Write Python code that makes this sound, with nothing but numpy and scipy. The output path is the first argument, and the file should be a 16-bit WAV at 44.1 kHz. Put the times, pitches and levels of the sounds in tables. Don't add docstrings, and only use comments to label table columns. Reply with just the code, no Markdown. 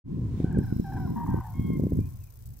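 import sys
import numpy as np
from scipy import signal
from scipy.fft import rfft, irfft
from scipy.io import wavfile
from scipy.ndimage import uniform_filter1d

SR = 44100
rng = np.random.default_rng(int(sys.argv[2]) if len(sys.argv) > 2 else 0)


def to_wav(s):
    ch = np.atleast_2d(s).T
    pcm = np.round(np.clip(ch, -1, 1) * 32767)
    wavfile.write(sys.argv[1], SR, pcm.astype(np.int16))


N = 114660


# start_s, length_s, pitch_hz, level_db, second_harmonic_db, flick (share of pitch),
# fall (share of pitch), fade_db (loss over the note), roughness (0-1)
CRANE_NOTES = [(0.392,0.12,732,-57.5,-26,0,0.04,-5.5,0.42), (.44,0.068,756,-59,1.5,0.016,.01,-0.5,0.37),
               (0.489,0.21,895,-58,-21,0,0.0049,9,.45), (0.509,0.026,776,-55,4,.1,0.12,4,0.22),
               (.542,0.037,778,-55,3.5,.14,0.091,1,0.25), (.585,0.029,760,-56,3.5,0.13,0.028,4,0.25),
               (.626,0.03,764,-55.5,3.5,0.15,0.088,3.5,.15), (0.665,0.069,748,-57,2,0.14,0.043,3,.3),
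               (.84,0.077,786,-47,-10.5,0.093,0.05,-1.5,0.23), (.918,0.058,760,-41,-10.5,.18,0.091,8,0.43),
               (.961,0.029,769.5,-42,-7,.12,0.092,2,0.25), (.962,0.085,967,-47,-22,.02,0,8.5,0.33),
               (.996,.076,759,-44,-7,.02,0.12,7,0.1), (1.072,0.096,978,-47.5,-21.5,0.087,0.0075,13,0.29),
               (1.158,.092,948,-39,-28,0,0.013,-2,.32), (1.159,0.2,823,-54.5,-6,0,0.05,9,.75),
               (1.262,0.13,942.6,-40,-24,0.12,0.031,5,0.56),
               (1.296,0.12,775.5,-57.5,1.5,0.083,0.06,2.5,.15),
               (1.396,0.029,928,-41.5,-22,0.047,0.015,4,0.59), (1.405,.14,765,-55,-12,.03,.11,5,0.24),
               (1.44,0.058,870,-43.5,-19,0.055,0.063,11.5,0.41)]
ATTACK_S, RELEASE_S, FLICK_S = 0.0059, 0.0058, 0.0095
THIRD_DB, FOURTH_DB = -22, -26
ROLL_HZ, ROLL_DEPTH, ROLL_BEND, JITTER, RASP = 69.1, 1.05, 0.041, 0.04, 0.6
WINDPIPE_LOW_HZ = 647
# peak_s, width_s, level_db
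CRY_HARMONICS = [(1.82,0.28,-58), (1.826,0.21,-55), (1.67,0.087,-69.5)]
CRY_START_S, CRY_S, CRY_HZ, CRY_FALL = 1.535, 0.238, 1084.4, 0.0296
# start_s, length_s, first_pitch_hz, last_pitch_hz, level_db
WHISTLE_NOTES = [(1.991, 0.094, 2330, 2530, -72), (2.21, 0.047, 2730, 2360, -76),
                 (2.266, 0.031, 2630, 2260, -74.5)]
ECHO_DB, ECHO_T60_S, ECHO_SPREAD, BIRD_PAN_DB = -6.5, 0.85, 0.25, 1.5
# frequency_hz, density_db
FLOCK_SPECTRUM = [(600, -5), (800, -12), (1000, 3.5), (1088, 6.5), (1150, -34), (1300, -17.5),
                  (2200, -16.5), (3000, -32)]
FLOCK_DB, FLOCK_SWELL_DB, FLOCK_FADES_S, FLOCK_FADE_DB_PER_S = -69, 2, 2.05, 48

# time_s, rumble_db, flutter_db
GUSTS = [(.05, -37.5, -44.5), (.1, -38.5, -36), (.22, -28.5, -34), (.36, -31.5, -37.5), (.53, -30, -33.5),
         (.6, -40, -25), (.66, -26.5, -41.5), (.8, -50, -35), (.88, -34.5, -43.5), (1.03, -32.5, -32.5),
         (1.19, -48, -34.5), (1.33, -30.5, -32), (1.39, -31, -32), (1.43, -39, -65), (1.52, -35.5, -53.5),
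         (1.6, -29.5, -34), (1.69, -32, -30.5), (1.855, -34.5, -29.5), (1.895, -40, -37), (1.97, -26, -27),
         (2.17, -39.5, -61), (2.24, -36.5, -59.5), (2.32, -51.5, -71), (2.49, -36.5, -57.5),
         (2.6, -49.5, -59)]
# frequency_hz, density_db
RUMBLE_SPECTRUM = [(15, -46), (30, -16), (50, -6.5), (75, -2.5), (115, 2), (150, -7.5), (220, -26.5),
                   (400, -69.5)]
# frequency_hz, density_db
FLUTTER_SPECTRUM = [(60, -42), (110, -11.5), (145, -1), (200, -2), (280, -8), (400, -18), (600, -39),
                    (1200, -54), (3000, -88)]
RUMBLE_TRIM_DB, FLUTTER_TRIM_DB, RUMBLE_SIDE, FLUTTER_SIDE = -2.5, 0.5, 0.17, 0.24
EDDIES_PER_S, EDDY_HALF_S, EDDY_DB, EDDY_SCATTER_DB = 70, 0.0010404, 1.5, 4
# time_s, level_db, half_length_ms
BUFFET_SWINGS = [(0.403,-18,1.1), (0.445,-14,1.2), (.573,-17,0.98), (.589,-12,1.26), (0.7264,-16,1.21),
                 (0.7657,-22,1.36), (0.7989,-16,1.15), (1.107,-22,1.1), (1.291,-17,1.3), (1.32,-24,2.1),
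                 (1.3444,-15.5,0.88), (1.597,-18,1.47), (1.704,-20,0.86), (1.756,-21,1.2),
                 (1.798,-21.5,0.74), (1.838,-17,1.02), (1.869,-17,1.08), (1.922,-18,0.92), (1.934,-19,1.8),
                 (1.9909,-15.5,1.11)]
CROSSING_S, CROSSING_SWAY_S = 0.00063, 0.0004
# frequency_hz, density_db
AIR_SPECTRUM = [(14, -12), (28, -0.5), (90, -9.5), (200, -38), (1000, -89)]
AIR_DB = -54

# delay_ms, length_ms, level_db
MOTOR_TICKS = [(3.96, 1.82, -1.5), (22, 0.47, -0.5), (29.6, 0.8, -7.5)]
DRIVE_HZ, WHIRR_DB, TICK_SCATTER_DB = 29.97, -12, 2.5
ZOOM_STARTS_S, ZOOM_RISE_S, ZOOM_DB, ZOOM_GROWTH_DB_PER_S = 0.561, 0.07, -63, 2
# frequency_hz, density_db
HOUSING_LEFT = [(3000, -25), (3800, -23), (4500, -10.5), (5300, -8.5), (6600, -5), (7100, -18),
                (7700, -2.5), (8700, -11.5), (9300, -7.5), (10800, -15.5), (11500, -2.5), (12700, -4),
                (13700, -20), (14400, 9), (15400, -7)]
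# frequency_hz, density_db
HOUSING_RIGHT = [(3000, -24), (3800, -5.5), (5400, -8.5), (7400, -3.5), (7900, -43), (9000, -22), (9700, 7),
                 (10700, -8.5), (11600, 7.5), (12700, -21), (13300, -3), (14000, 10.5), (14600, -18),
                 (15300, -4.5)]
HOUSING_SHARED, PORT_LAG_S, ZOOM_PAN_DB = 0.16, 0.0004, 5
# frequency_hz, density_db
SPIN_UP_SPECTRUM = [(3300, -23), (4000, 4.5), (4500, -32), (5000, 1.5), (5400, 4.5), (5900, -8),
                    (7000, -17)]
SPIN_UP_DB, SPIN_UP_S = -70.5, 0.67
# time_s, level_db
ENGAGE_CLICKS = [(0.445, -53), (0.527, -48), (0.586, -43.5)]
# frequency_hz, density_db
CLICK_SPECTRUM = [(3000, -31), (6500, -10), (8200, 5), (10000, -21), (13000, -2), (16000, -21)]
CLICK_DECAY_S = 0.0016

# frequency_hz, density_db
RATTLE_SPECTRUM = [(1700, 2), (2200, 6), (2600, -5), (3000, -3), (3700, 7), (4300, -15), (7000, -18)]
RATTLE_STARTS_S, RATTLE_S, RATTLE_HZ, RATTLE_DB = 0.366, 0.08, 94.8, -67.5
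# frequency_hz, density_db
HISS_SPECTRUM = [(300, 17.5), (1200, 5.5), (3500, -1.5), (8000, -6.5), (13000, -15.5), (16000, -7)]
# time_s, level_db
HISS_COURSE = [(.05, -74), (.12, -67.5), (.27, -63.5), (.4, -58.5), (.6, -65.5), (1.6, -65.5), (2.6, -71)]
TOP_HZ = 15750


def crane(t, start, length, hz, db, second_db, flick, fall, fade_db, rough):
    age = np.maximum(t - start, 0)
    u = np.minimum(age / length, 1)
    roll_hz = ROLL_HZ * (1 + 0.2 * walk(27))
    roll = np.sin(2 * np.pi * np.cumsum((age > 0) * roll_hz) / SR)
    unsteady = rough * (ROLL_BEND * roll + JITTER * walk(185.7))
    phase = phase_of(hz * (1 + flick * np.exp(-age / FLICK_S) - fall * u ** 3 + unsteady))
    rasp = 1 + RASP * rough * (walk(525) + 1j * walk(580))
    levels_db = [0, second_db, second_db + THIRD_DB, second_db + FOURTH_DB]
    harmonics = sum(undb(h) * np.exp(1j * (k + 1) * phase) for k, h in enumerate(levels_db))
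    voice = np.sqrt(2) * np.imag(rasp * harmonics)
    rolling = (1 + ROLL_DEPTH * rough * roll) / (1 + rough ** 2 / 2)
    return voice * rolling * gate(age, length) * undb(db - fade_db * u)


def cry(t):
    age = t - CRY_START_S
    phase = phase_of(CRY_HZ * (1 - CRY_FALL * np.clip(age / CRY_S, 0, 1) ** 4))
    voice = 0
    for k, (peak_s, width_s, db) in enumerate(CRY_HARMONICS):
        swell = undb(db + 0.84 * walk(49)) / (1 + ((t - peak_s) / width_s) ** 2)
        voice = voice + swell * np.sin((k + 1) * phase)
    return np.sqrt(2) * voice * gate(age, CRY_S)


def whistle(t, start, length, first_hz, last_hz, db):
    pitch = np.interp(t, [start, start + length], [first_hz, last_hz]) * (1 + 0.0076 * walk(134.0))
    return np.sqrt(2) * undb(db) * gate(t - start, length) * np.sin(phase_of(pitch))


def trees_echo(t, direct):
    tail = np.exp(-np.log(1000) * t / ECHO_T60_S) * np.minimum(t / 0.013, 1)
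    side = ECHO_SPREAD * rng.standard_normal(N) * np.array([[1], [-1]])
    trees = (rng.standard_normal(N) + side) * tail / np.sqrt(np.sum(tail ** 2))
    dulled = signal.sosfilt(signal.butter(1, 1400, fs=SR, output="sos"), direct)
    return signal.fftconvolve(dulled[None], trees, axes=1)[:, :N]


def far_flock(t):
    fade_db = FLOCK_FADE_DB_PER_S * np.maximum(t - FLOCK_FADES_S, 0)
    return wide(FLOCK_SPECTRUM, 0.24) * undb(FLOCK_DB + FLOCK_SWELL_DB * walk(5.4) - fade_db)


def birds(t):
    windpipe = signal.butter(6, WINDPIPE_LOW_HZ, "highpass", fs=SR, output="sos")
    cranes = signal.sosfilt(windpipe, sum(crane(t, *row) for row in CRANE_NOTES))
    direct = cranes + sum(whistle(t, *row) for row in WHISTLE_NOTES) + cry(t)
    return (direct + undb(ECHO_DB) * trees_echo(t, direct)) * pan(BIRD_PAN_DB) + far_flock(t)


def eddy(age, half_s):
    u = age / half_s
    return -2 * u / np.cosh(np.clip(u, -20, 20)) ** 2 * (np.abs(u) < 10) / 0.77


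def add_eddies(t, out, flutter):
    count = int(EDDIES_PER_S * N / SR)
    for k, (when, size, length, side) in enumerate(rng.standard_normal((count, 4))):
        i = int(np.clip((k + when) / EDDIES_PER_S * SR, 0, N - 1))
        near = slice(max(i - 800, 0), i + 800)
        force = flutter[i] / flutter.max()
        half_s = EDDY_HALF_S * np.exp(0.088 * length) / force ** 0.29
        level = flutter[i] * undb(EDDY_DB + EDDY_SCATTER_DB * np.tanh(size))
        out[:, near] += eddy(t[near] - t[i], half_s) * level * pan(3 * side)


def wind(t):
    flutter = undb(curve(GUSTS, col=2))
    out = wide(RUMBLE_SPECTRUM, RUMBLE_SIDE) * undb(curve(GUSTS, col=1) + RUMBLE_TRIM_DB)
    out += wide(FLUTTER_SPECTRUM, FLUTTER_SIDE) * flutter * undb(FLUTTER_TRIM_DB)
    add_eddies(t, out, flutter)
    for s, db, half_ms in BUFFET_SWINGS:
        out += eddy(t - s, half_ms / 1000) * undb(db)
    lag = CROSSING_S + CROSSING_SWAY_S * walk(4.8)
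    left, right = np.interp(t - lag / 2, t, out[0]), np.interp(t + lag / 2, t, out[1])
    return np.array([left, right]) + wide(AIR_SPECTRUM, 0.17) * undb(AIR_DB)


def motor_drive():
    t_ms, cycle_ms = 1000 * np.arange(N) / SR, 1000 / DRIVE_HZ
    power = undb(WHIRR_DB) ** 2
    for delay_ms, length_ms, db in MOTOR_TICKS:
        apart_ms = (t_ms - delay_ms + cycle_ms / 2) % cycle_ms - cycle_ms / 2
        power = power + undb(db) ** 2 * np.exp(-0.5 * (apart_ms / length_ms) ** 2)
    return unit(np.sqrt(power) * undb(TICK_SCATTER_DB * walk(146)))


def housing_grit():
    grit = rng.standard_normal(N)
    left, right = [
        tint(np.sqrt(HOUSING_SHARED) * grit + np.sqrt(1 - HOUSING_SHARED) * rng.standard_normal(N), colour)
        for colour in (HOUSING_LEFT, HOUSING_RIGHT)]
    return np.array([left, np.roll(right, int(PORT_LAG_S * SR))])


def engage_clicks(t):
    decay = sum(undb(db) * (t >= s) * np.exp(-np.abs(t - s) / CLICK_DECAY_S) for s, db in ENGAGE_CLICKS)
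    return 0.5 * decay * wide(CLICK_SPECTRUM, 1.0)


def zoom(t):
    age = t - ZOOM_STARTS_S
    rise = np.clip(age / ZOOM_RISE_S, 0, 1)
    running = rise * undb(ZOOM_DB + ZOOM_GROWTH_DB_PER_S * age)
    ticking = housing_grit() * motor_drive() * running * pan(ZOOM_PAN_DB)
    whirr_fade = np.clip((SPIN_UP_S - age) / 0.16, 0, 1)
    spin_up = wide(SPIN_UP_SPECTRUM, 1.0) * undb(SPIN_UP_DB) * rise * whirr_fade
    return ticking + spin_up + engage_clicks(t)


def rattle(t):
    age = t - RATTLE_STARTS_S
    pulses = unit(np.exp(-(age * RATTLE_HZ % 1) / 0.8))
    return wide(RATTLE_SPECTRUM, 0.76) * pulses * gate(age, RATTLE_S) * undb(RATTLE_DB)


def grass_hiss():
    return wide(HISS_SPECTRUM, 1.0) * undb(curve(HISS_COURSE, col=1))


def undb(db):
    return 10 ** (np.asarray(db) / 20)


def unit(x):
    return x / np.sqrt(np.mean(x ** 2))


def pan(db):
    return undb(np.array([[db], [-db]]) / 2)


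def curve(table, col):
    rows = np.array(table)
    return np.interp(np.arange(N) / SR, rows[:, 0], rows[:, col])


def phase_of(pitch_hz):
    return 2 * np.pi * np.cumsum(pitch_hz) / SR


def tint(x, colour):
    hz, db = np.array(colour, float).T
    f = np.maximum(np.arange(N // 2 + 1) * SR / N, 1)
    gain = undb(np.interp(np.log(f), np.log(hz), db)) * np.minimum(f / hz[0], 1) ** 2
    return unit(irfft(rfft(x) * gain, N))


def noise(colour):
    return tint(rng.standard_normal(N), colour)


def wide(colour, side):
    return noise(colour) + side * noise(colour) * np.array([[1], [-1]])


def walk(rate_hz):
    k = max(int(SR / rate_hz), 2)
    once = uniform_filter1d(rng.standard_normal(N), k, mode="wrap")
    return unit(uniform_filter1d(once, k, mode="wrap"))


def gate(age, length):
    return np.clip(age / ATTACK_S, 0, 1) * np.clip((length - age) / RELEASE_S, 0, 1)


def scene():
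    t = np.arange(N) / SR
    return birds(t) + wind(t) + zoom(t) + rattle(t) + grass_hiss()


def record(dry):
    t = np.arange(N) / SR
    fade = np.clip((t - 0.04) / 0.045, 0, 1) * np.clip((t[-1] - t) / 0.006, 0, 1)
    return signal.sosfilt(signal.ellip(10, 0.2, 80, TOP_HZ, fs=SR, output="sos"), dry * fade)


dry = scene()
out = record(dry)
to_wav(out)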